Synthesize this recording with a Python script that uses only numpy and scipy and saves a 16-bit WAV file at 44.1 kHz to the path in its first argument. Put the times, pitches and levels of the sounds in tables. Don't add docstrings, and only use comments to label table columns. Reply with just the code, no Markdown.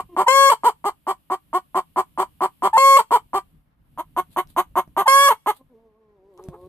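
import sys
import numpy as np
from scipy import signal
from scipy.fft import rfft, irfft
from scipy.io import wavfile
from scipy.ndimage import uniform_filter1d

SR = 44100
rng = np.random.default_rng(int(sys.argv[2]) if len(sys.argv) > 2 else 0)


def master(y):
    cut = np.clip(np.atleast_2d(y).T, -1, 1)
    pcm = np.round(cut * 32767)
    wavfile.write(sys.argv[1], SR, pcm.astype(np.int16))


def volts_from_decibels(level):
    exponent = np.asarray(level, float) / 20
    return 10 ** exponent


N = 294808

# start_s, length_s, top_pulse_hz, rel_level_db, hoarseness (0-1), rel_beak_treble_db
CLUCK_ROWS = [(-0.045, 0.057, 373.8, -19.5, .5, 11), (0.1655, .068, 387.9, -13.5, 0.4, 4),
              (0.6351, .067, 492.2, -13.5, 0.2, 9), (0.8429, .056, 413.6, -16, 0, 7),
              (1.0681, .057, 392, -17.5, .25, 5.5), (1.3004, .055, 381, -18, 0.3, 3),
              (1.5305, .056, 368.2, -17, 0.1, 5.5), (1.746, .057, 382, -16, .6, 4.5),
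              (1.961, .056, 382, -15, 0.7, 3.5), (2.176, .063, 385, -15.5, 0.7, 4.5),
              (2.407, 0.061, 382, -14.5, 0.5, 3.5), (2.6229, .06, 397.7, -13.5, 0.5, 5.5),
              (3.1085, .068, 493.6, -13, 0.2, 8), (3.3331, .06, 398.2, -16, 0.2, 5.5),
              (3.9757, .041, 313.4, -25.5, .2, 7.5), (4.165, .044, 365, -17, 0.4, 6),
              (4.363, .047, 366, -15.5, 0.7, 6), (4.5643, 0.049, 361.4, -14.5, 0.5, 8),
              (4.7557, 0.052, 376, -14.5, 0.8, 4), (4.9661, .06, 401.4, -13.5, 0.4, 6),
              (5.4616, 0.055, 433.6, -14.5, 0, 8)]
# start_s, length_s, first_pulse_hz, held_pulse_hz, start_db, top_db
BREAK_IN_ROWS = [(.26, .021, 1010, 943, -36, -15.5), (2.729, .046, 850, 913, -16, -10),
                 (5.054, .023, 990, 880, -36.5, -13.5)]
# start_s, length_s, rel_level_db, rel_beak_treble_db
BREAK_OUT_ROWS = [(0.494, 0.048, -6.5, 13.5), (2.965, .05, -6, 12.5), (5.281, .052, -6.5, 10.5)]
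# share_of_length, pulse_hz, rel_level_db, roughness (0-1)
FALL_SHAPE = [(0, 555, -4.5, 0.3), (.16, 573, -1, 0), (0.349, 557, -10, 0.2), (.55, 467.7, -6, 0.3),
              (.8, 438, -9.5, 0.6), (1, 398, -21.5, .8)]
# start_s, length_s, top_pulse_hz, rel_level_db
SOFT_CLUCK_ROWS = [(6.372, 0.049, 431, -43.5), (6.52, 0.047, 438, -40.5)]
# freq_hz, gain_db
THROAT_GAIN = [(300, -35), (600, -1.5), (800, 0), (1000, 10), (1150, 2), (1300, -6), (1500, -15.5),
               (2200, -23), (5000, -49)]
# freq_hz, left_db, right_db
BEAK_SIDE_ON = [(1470, -37, -16), (2376, -20.5, -30.5), (2750, -32.5, -25), (3090, -18.5, -25.5),
                (3680, -33, -43), (4470, -27, -33.5), (5260, -37.5, -42), (6110, -37, -57),
                (8420, -22, -34), (9740, -34, -50.5), (12300, -34.5, -31.5), (15100, -43, -38)]
# freq_hz, left_db, right_db
BEAK_FACING = [(1470, -20, -30.5), (2037, -24.5, -13), (2530, -24, -28.5), (3140, -29, -20),
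               (3500, -27.5, -28.5), (4435, -34, -43.5), (5470, -50, -75.5), (6140, -44, -29.5),
               (9000, -25, -43), (9200, -44.5, -36), (12160, -27, -22), (14060, -36, -35.5)]
# freq_hz, lead_rad
PORT_LEAD = [(300, .3), (1100, .5), (1700, 1.6), (3300, 2.6), (6000, 2.3), (15000, 2.0)]
# time_s, second_harmonic_hz, rel_level_db
SQUAWK_CURVES = [
    [(.279, 1033, -10), (.301, 1046, -15), (.331, 1085, -16.5), (.373, 1093, -14), (.44, 1098, -13.5),
     (.497, 1084, -14.5)],
    [(2.775, 1057, -9.5), (2.795, 1072, -15.5), (2.849, 1090, -13), (2.92, 1092, -13), (2.973, 1081, -12.5)],
    [(5.076, 1056, -9), (5.104, 1082, -14), (5.166, 1104, -12), (5.254, 1125, -12.5), (5.289, 1086, -11.5)],
]
# left_db, right_db
SQUAWK_HARMONICS = [
    [(-5, -9.5), (2, -3.5), (-9.5, -14), (-8.5, -36), (-19.5, -28), (-13.5, -14), (-41.5, -49),
     (-17.5, -26.5), (-48.5, -34), (-24.5, -23), (-23.5, -33.5), (-27.5, -31), (-17, -31), (-20.5, -42.5),
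     (-15.5, -35.5), (-24, -54.5), (-40, -50), (-21.5, -28.5), (-33, -50), (-31, -34.5), (-28.5, -31),
     (-43, -23.5), (-39.5, -39), (-42, -33.5), (-39, -30), (-53.5, -37)],
    [(-7.5, -12.5), (1.5, 0.5), (-22.5, -22), (-12.5, -16), (-20, -37), (-19.5, -18), (-39, -53.5),
     (-19.5, -41), (-37.5, -26.5), (-28.5, -34), (-26.5, -32.5), (-25.5, -37), (-23.5, -31), (-21, -39.5),
     (-18, -41.5), (-27.5, -55), (-29.5, -45), (-32, -46.5), (-23.5, -27), (-29, -42.5), (-42, -38.5),
     (-34, -27), (-35, -33.5), (-28, -39), (-37.5, -36), (-58, -40)],
    [(-13, -13.5), (-2, 1), (-13.5, -10), (-13, -15.5), (-29, -22.5), (-14.5, -23.5), (-54, -41),
     (-21.5, -39.5), (-24, -36), (-20.5, -27.5), (-25.5, -25.5), (-27.5, -32), (-21.5, -31.5),
     (-21.5, -22.5), (-22, -39.5), (-20, -31), (-41.5, -50.5), (-26.5, -26), (-40.5, -25.5), (-30.5, -18),
     (-22, -17.5), (-29, -36), (-44.5, -45.5), (-49, -59), (-30, -36), (-35, -34.5)],
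]
# time_s, pitch_hz, rel_level_db
CROON_CURVES = [
    [(.088, 355.9, -49.5), (.112, 357, -53.5), (.158, 331.5, -42)],
    [(5.575, 266, -79), (5.613, 262, -52), (5.64, 264, -84)],
    [(5.69, 257, -68), (5.72, 253.1, -59), (5.75, 221.7, -61.5), (5.84, 228.6, -58.5), (5.93, 209.6, -69),
     (5.99, 224.1, -64.5), (6.06, 214, -64.5), (6.15, 204.6, -65.5), (6.2, 185.1, -62.5),
     (6.3, 202.4, -59.5), (6.36, 176.3, -59.5), (6.45, 190, -51.5), (6.54, 173.1, -52.5),
     (6.68, 186.7, -50)],
]
# freq_hz, gain_db
CROON_MOUTH_GAIN = [(150, -31), (220, -3.5), (400, 8), (650, -9), (900, -10.5), (1100, -8), (1400, -95),
                    (2200, -28.5)]
# time_s, rel_tick_db, rel_thud_db
STEP_ROWS = [(4.4728, -46, -58), (4.8769, -58, -41), (6.3764, -48.5, -67.5), (6.4388, -40, -69),
             (6.4864, -40.5, -27)]
# freq_hz, rel_level_db, t60_s
BOARD_MODES = [(157.2, 0.5, 0.057), (290, -2, 0.0089), (624, -15, 0.04), (1055, -27, 0.012)]
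# time_s, level_db
RUSTLE_CURVES = [
    [(4.3, -69.5), (4.33, -52), (4.36, -62)],
    [(4.478, -66), (4.495, -54.5), (4.55, -71)],
    [(5.53, -64), (5.57, -54.5), (5.61, -76)],
    [(6.31, -84.5), (6.37, -74), (6.44, -66), (6.52, -71), (6.68, -68.5)],
]
# freq_hz, rel_level_db
RUSTLE_COLOUR = [(800, -7), (2000, -13), (4000, -3.5), (5800, -23), (8000, -9), (12000, -4), (14000, -10)]
# time_s, level_db
RUMBLE_CURVE = [(0.0, -52), (0.3, -68.5), (2.358, -58.5), (2.749, -64.5), (4.869, -54), (5.02, -63.5),
                (6.19, -73), (6.68, -53)]
# time_s, rel_level_db
HISS_CURVE = [(0, -68.5), (.91, -72), (2.488, -67), (3.499, -72), (3.749, -89), (3.92, -74), (4.299, -68.5),
              (4.65, -73), (5.45, -72.5), (5.75, -84), (6.1, -94), (6.68, -82)]
# freq_hz, rel_density_db
AIR_COLOUR = [(15, -48.5), (25, -9), (59, -8.5), (128, -13.5), (154, -8), (196, -16.5), (301, -19),
              (335, -28.5), (1310, -50), (2930, -35), (6200, -52), (12100, -33), (15000, -44)]
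# t60_s, level_db, bass_db, treble_db
WALL_TAILS = [(0.087, -9.5, 0, 5.5), (.5, -41, -14.5, 8)]

TURN_S = 3.7
JITTER_CYCLES, SCATTER_DB = .07, 3.5
JOIN_S = .005
CREAK_S, CREAK_HZ, CREAK_DB, CREAK_ROUGH = .014, 213.6, -9.5, .18
SLACK_HZ, CATCH_SHARE, CATCH_DB, CATCH_ROUGH = 324.7, .6, -4, .72
FULL_AT, TOP_AT, HOLD_AT = .42, .62, .78
NEARLY = .98
TOP_DB, HOLD_DB, END_DB, REST_HZ, END_ROUGH = -1, -1.5, -13, 382, 1
SHORT_S, SHY_DB_PER_S = .044, 445.5
HALF_PER_HOARSE = .48
TONE_SIDE_DB, TONE_FACING_DB = -7.5, -9
DROP_S, DROP_HZ, DROP_DB = .0063, 500, -.5
SOFT_EDGE_DB, SOFT_START_HZ, SOFT_END_HZ, SOFT_TOP_AT = -19.5, 306, 392, .5
CHEST_HZ, CHEST_WIDTH_HZ, TONE_POWER = 185, 120, 5
PUFF_FLOOR, BEAK_AJAR, BEAK_OPEN_S, EFFORT_POWER = .6, .15, .009, .45
FLUTTER = .0006
LOW_PASS_HZ = 14700


def shape(x, hz, db, lead=0.):
    log_hz = np.log(np.maximum(np.fft.rfftfreq(4096, 1 / SR), 10))
    cepstrum = irfft(np.log(volts_from_decibels(np.interp(log_hz, np.log(hz), db))))
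    cepstrum[1:2048] *= 2
    cepstrum[2049:] = 0
    gain = np.exp(rfft(cepstrum) + 1j * lead * port_lead(log_hz))
    return signal.oaconvolve(x, np.roll(irfft(gain), 256))[256:256 + len(x)]


def port_lead(log_hz):
    hz, lead_rad = np.transpose(PORT_LEAD)
    return np.interp(log_hz, np.log(hz), lead_rad)


def ring(x, hz, width_hz):
    return signal.lfilter(*signal.iirpeak(hz, hz / width_hz, SR), x)


def unit(x):
    return x / np.sqrt(np.mean(x ** 2) + 1e-18)


def wander(size, window, passes=1):
    x = rng.standard_normal(size)
    for _ in range(passes):
        x = uniform_filter1d(x, window)
    return unit(x)


def lay(rows, fade_s):
    s, *columns = np.transpose(rows)
    i = np.arange(max(int(s[0] * SR), 0), min(int(s[-1] * SR), N))
    edge = np.clip(np.minimum(i - i[0], i[-1] - i) / (fade_s * SR), 0, 1)
    return i, [np.interp(i / SR, s, c) for c in columns], edge


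def calls():
    for s, length, hz, db, hoarse, beak_db in CLUCK_ROWS:
        shy_db = SHY_DB_PER_S * max(SHORT_S - length, 0)
        rows = [(s, CREAK_HZ, db + CREAK_DB - shy_db, CREAK_ROUGH),
                (s + CREAK_S, SLACK_HZ + CATCH_SHARE * (hz - SLACK_HZ), db + CATCH_DB, CATCH_ROUGH),
                (s + max(FULL_AT * length, CREAK_S + .0014), NEARLY * hz, db, hoarse),
                (s + TOP_AT * length, hz, db + TOP_DB, hoarse),
                (s + HOLD_AT * length, (hz + REST_HZ) / 2, db + HOLD_DB, hoarse + .13),
                (s + length, REST_HZ, db + END_DB, END_ROUGH)]
        tone_db = TONE_FACING_DB if s > TURN_S else TONE_SIDE_DB
        yield rows, tone_db, beak_db, HALF_PER_HOARSE * hoarse
    for s, length, start_hz, hz, start_db, db in BREAK_IN_ROWS:
        end = s + length
        rows = [(s, start_hz, start_db, .05), (end - 2 * DROP_S, hz, db - 4.5, .05),
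                (end - DROP_S, hz, db, .3), (end, DROP_HZ, db + DROP_DB, .3)]
        yield rows, -3, 2.5, .1
    for s, length, db, beak_db in BREAK_OUT_ROWS:
        rows = [(s + at * length, hz, db + below_db, rough) for at, hz, below_db, rough in FALL_SHAPE]
        yield rows, -10, beak_db, .1
    for s, length, hz, db in SOFT_CLUCK_ROWS:
        rows = [(s, SOFT_START_HZ, db + SOFT_EDGE_DB, .28), (s + SOFT_TOP_AT * length, hz, db, .4),
                (s + length, SOFT_END_HZ, db + SOFT_EDGE_DB, .4)]
        yield rows, 3.1, -2.1, .13


def syrinx(hz, rough, share):
    phase = np.cumsum(hz) / SR
    cycle = np.arange(int(phase[-1]) + 1)
    shift, scatter = rng.standard_normal((2, len(cycle)))
    at = np.interp(cycle, phase, np.arange(len(hz)))
    whole = at.astype(int)
    r = rough[whole]
    at = at + JITTER_CYCLES * r * shift * (cycle > 0) * SR / hz[whole]
    at = np.clip(at, 0, len(hz) - 2)
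    size = volts_from_decibels(SCATTER_DB * r * scatter) * (1 - share * (cycle % 2))
    pulses = np.zeros(len(hz))
    np.add.at(pulses, at.astype(int), size * (1 - at % 1))
    np.add.at(pulses, at.astype(int) + 1, size * (at % 1))
    return volts_from_decibels(12) * pulses * np.sqrt(SR / hz), phase


def clucks():
    low, tone, beak = np.zeros(N), np.zeros(N), np.zeros((2, N))
    for rows, tone_db, beak_db, share in calls():
        i, (hz, db, rough), edge = lay(rows, .0058)
        pulses, phase = syrinx(hz, rough, share)
        if hz[0] > 500:
            pulses = pulses * np.clip((i - i[0]) / (JOIN_S * SR), 0, 1)
        low[i] += pulses * volts_from_decibels(db)
        clear = np.clip(hz / 330, 0, 1) ** TONE_POWER
        tone[i] += edge * volts_from_decibels(db + tone_db) * clear * np.sin(2 * np.pi * phase)
        jet = rng.standard_normal((3, len(i)))
        puff = PUFF_FLOOR + np.exp(-(phase % 1) / .04)
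        breath = volts_from_decibels(9.5) * (.45 + 1.3 * rough) * puff * (jet[0] + .95 * jet[1:])
        opening = np.clip(BEAK_AJAR + (i - i[0]) / (BEAK_OPEN_S * SR), 0, 1)
        opening = opening * volts_from_decibels(EFFORT_POWER * (db - db.max()))
        beak[:, i] += volts_from_decibels(db + beak_db - 2.5) * opening * (pulses + breath)
    chest = ring(ring(low, CHEST_HZ, CHEST_WIDTH_HZ), CHEST_HZ, CHEST_WIDTH_HZ)
    throat = shape(low, *np.transpose(THROAT_GAIN)) + tone + volts_from_decibels(-9.5) * chest
    facing = np.arange(N) > TURN_S * SR
    out = np.zeros((2, N))
    for port, side in enumerate((.5, -.5)):
        for gate, table, lead in ((~facing, BEAK_SIDE_ON, side), (facing, BEAK_FACING, .66 * side)):
            hz, *db = np.transpose(table)
            beak_hz = [1100, *hz, 14600, 15400]
            beak_db = [-50, *db[port], db[port][-1], -80]
            out[port] += shape(throat * gate, [300, 1200], [0, 0], lead)
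            out[port] += volts_from_decibels(-2) * shape(beak[port] * gate, beak_hz, beak_db, lead)
    return out


def squawks(breath_db=-12):
    out = np.zeros((2, N))
    for rows, harmonics in zip(SQUAWK_CURVES, SQUAWK_HARMONICS):
        i, (second_hz, db), edge = lay(rows, JOIN_S)
        hz = uniform_filter1d(second_hz, 800) / 2
        phase = np.cumsum(hz * (1 + FLUTTER * wander(len(i), 300, 2))) / SR
        k = np.arange(1, len(harmonics) + 1)[:, None]
        start = 2 * np.pi * rng.random((len(harmonics), 1)) * (k > 2)
        lead = port_lead(np.log(k * hz.mean()))
        noise = signal.lfilter([.3], [1, -.96], rng.standard_normal((2, len(harmonics), len(i))))
        breath = volts_from_decibels(breath_db) * (k / 20) ** 1.2 * noise
        for port, side in enumerate((.5, -.5)):
            gain = volts_from_decibels(np.array(harmonics)[:, port:port + 1])
            lines = gain * (1 + breath[port]) * np.sin(2 * np.pi * k * phase + start + side * lead)
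            out[port, i] = np.sqrt(2) * edge * volts_from_decibels(db) * lines.sum(axis=0)
    return out


def croons(waver_db=2.5, husk_db=-13):
    out = np.zeros(N)
    mouth_hz, mouth_db = np.transpose(CROON_MOUTH_GAIN)
    k = np.arange(1, 10)[:, None]
    for rows in CROON_CURVES:
        i, (hz, db), edge = lay(rows, .0094)
        mouth = np.interp(np.log(k * hz), np.log(mouth_hz), mouth_db)
        waver = waver_db * wander((len(k), len(i)), 1200, 2)
        husk = 1 + volts_from_decibels(husk_db) * wander((len(k), len(i)), 250)
        lines = volts_from_decibels(mouth + waver) * husk * np.cos(2 * np.pi * k * np.cumsum(hz) / SR)
        out[i] += edge * volts_from_decibels(db) * lines.sum(axis=0)
    return out


def litter():
    out, t = np.zeros((2, N)), np.arange(int(.1 * SR)) / SR
    thud = np.zeros(len(t))
    for hz, db, t60 in BOARD_MODES:
        thud += volts_from_decibels(db) * np.sin(2 * np.pi * hz * t) * np.exp(-np.log(1000) * t / t60)
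    for s, tick_db, thud_db in STEP_ROWS:
        tick = ring(rng.standard_normal((2, len(t))), 5000, 9000) * np.exp(-t / .001)
        start = int(s * SR)
        out[:, start:start + len(t)] += volts_from_decibels(tick_db) * tick + volts_from_decibels(thud_db + 2.5) * thud
    shuffle = ring(ring(rng.standard_normal((2, N)), 750, 1300), 750, 1300)
    out += volts_from_decibels(-62.5 + 1.2 * wander(N, 1500)) * shuffle
    grains = rng.standard_normal((2, N)) * volts_from_decibels(4.5 * rng.exponential(size=(2, N)))
    grains = unit(np.array([shape(side, *np.transpose(RUSTLE_COLOUR)) for side in grains]))
    for rows in RUSTLE_CURVES:
        i, (db,), edge = lay(rows, .008)
        out[:, i] += edge * volts_from_decibels(db) * grains[:, i]
    return out


def coop(x):
    t, tail = np.arange(SR // 2) / SR, 0
    for t60, db, bass_db, treble_db in WALL_TAILS:
        common, own = rng.standard_normal(len(t)), rng.standard_normal((2, len(t)))
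        fade = np.sqrt(2 * np.log(1000) / t60 / SR) * np.exp(-np.log(1000) * t / t60)
        onset = np.clip(t / .005, 0, 1)
        walls = volts_from_decibels(db) * (.8 * common + .6 * own) * fade * onset
        tail = tail + np.array([shape(side, [900, 2500], [bass_db, treble_db]) for side in walls])
    return signal.oaconvolve(x, tail, axes=1)[:, :N]


def air(flicker_db=3.5):
    t = np.arange(N) / SR
    a, b, c = (shape(rng.standard_normal(N), *np.transpose(AIR_COLOUR)) for _ in range(3))
    low = signal.butter(1, 350, fs=SR, output="sos")
    bass = signal.sosfilt(low, [a + .5 * b, a + .5 * c])
    swell_db = np.interp(t, *np.transpose(RUMBLE_CURVE)) + flicker_db * wander(N, 2500)
    hiss = np.array([b, c]) - signal.sosfilt(low, [b, c])
    hiss_db = np.interp(t, *np.transpose(HISS_CURVE)) + 4.5
    return volts_from_decibels(swell_db) * unit(bass) + volts_from_decibels(hiss_db) * unit(hiss)


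def scene():
    near = clucks() + squawks() + croons() + litter()
    power = uniform_filter1d(near[0] ** 2, int(.12 * SR))
    return near + coop(near) + air() / (1 + (power / volts_from_decibels(-22)) ** 2)


def band_limit(x):
    return signal.sosfilt(signal.butter(12, 15820, fs=SR, output="sos"), x)


def record(dry):
    low_pass = signal.ellip(8, .2, 60, LOW_PASS_HZ, fs=SR, output="sos")
    mix = signal.sosfilt(low_pass, dry)
    return band_limit(mix)


dry = scene()
out = record(dry)
master(out)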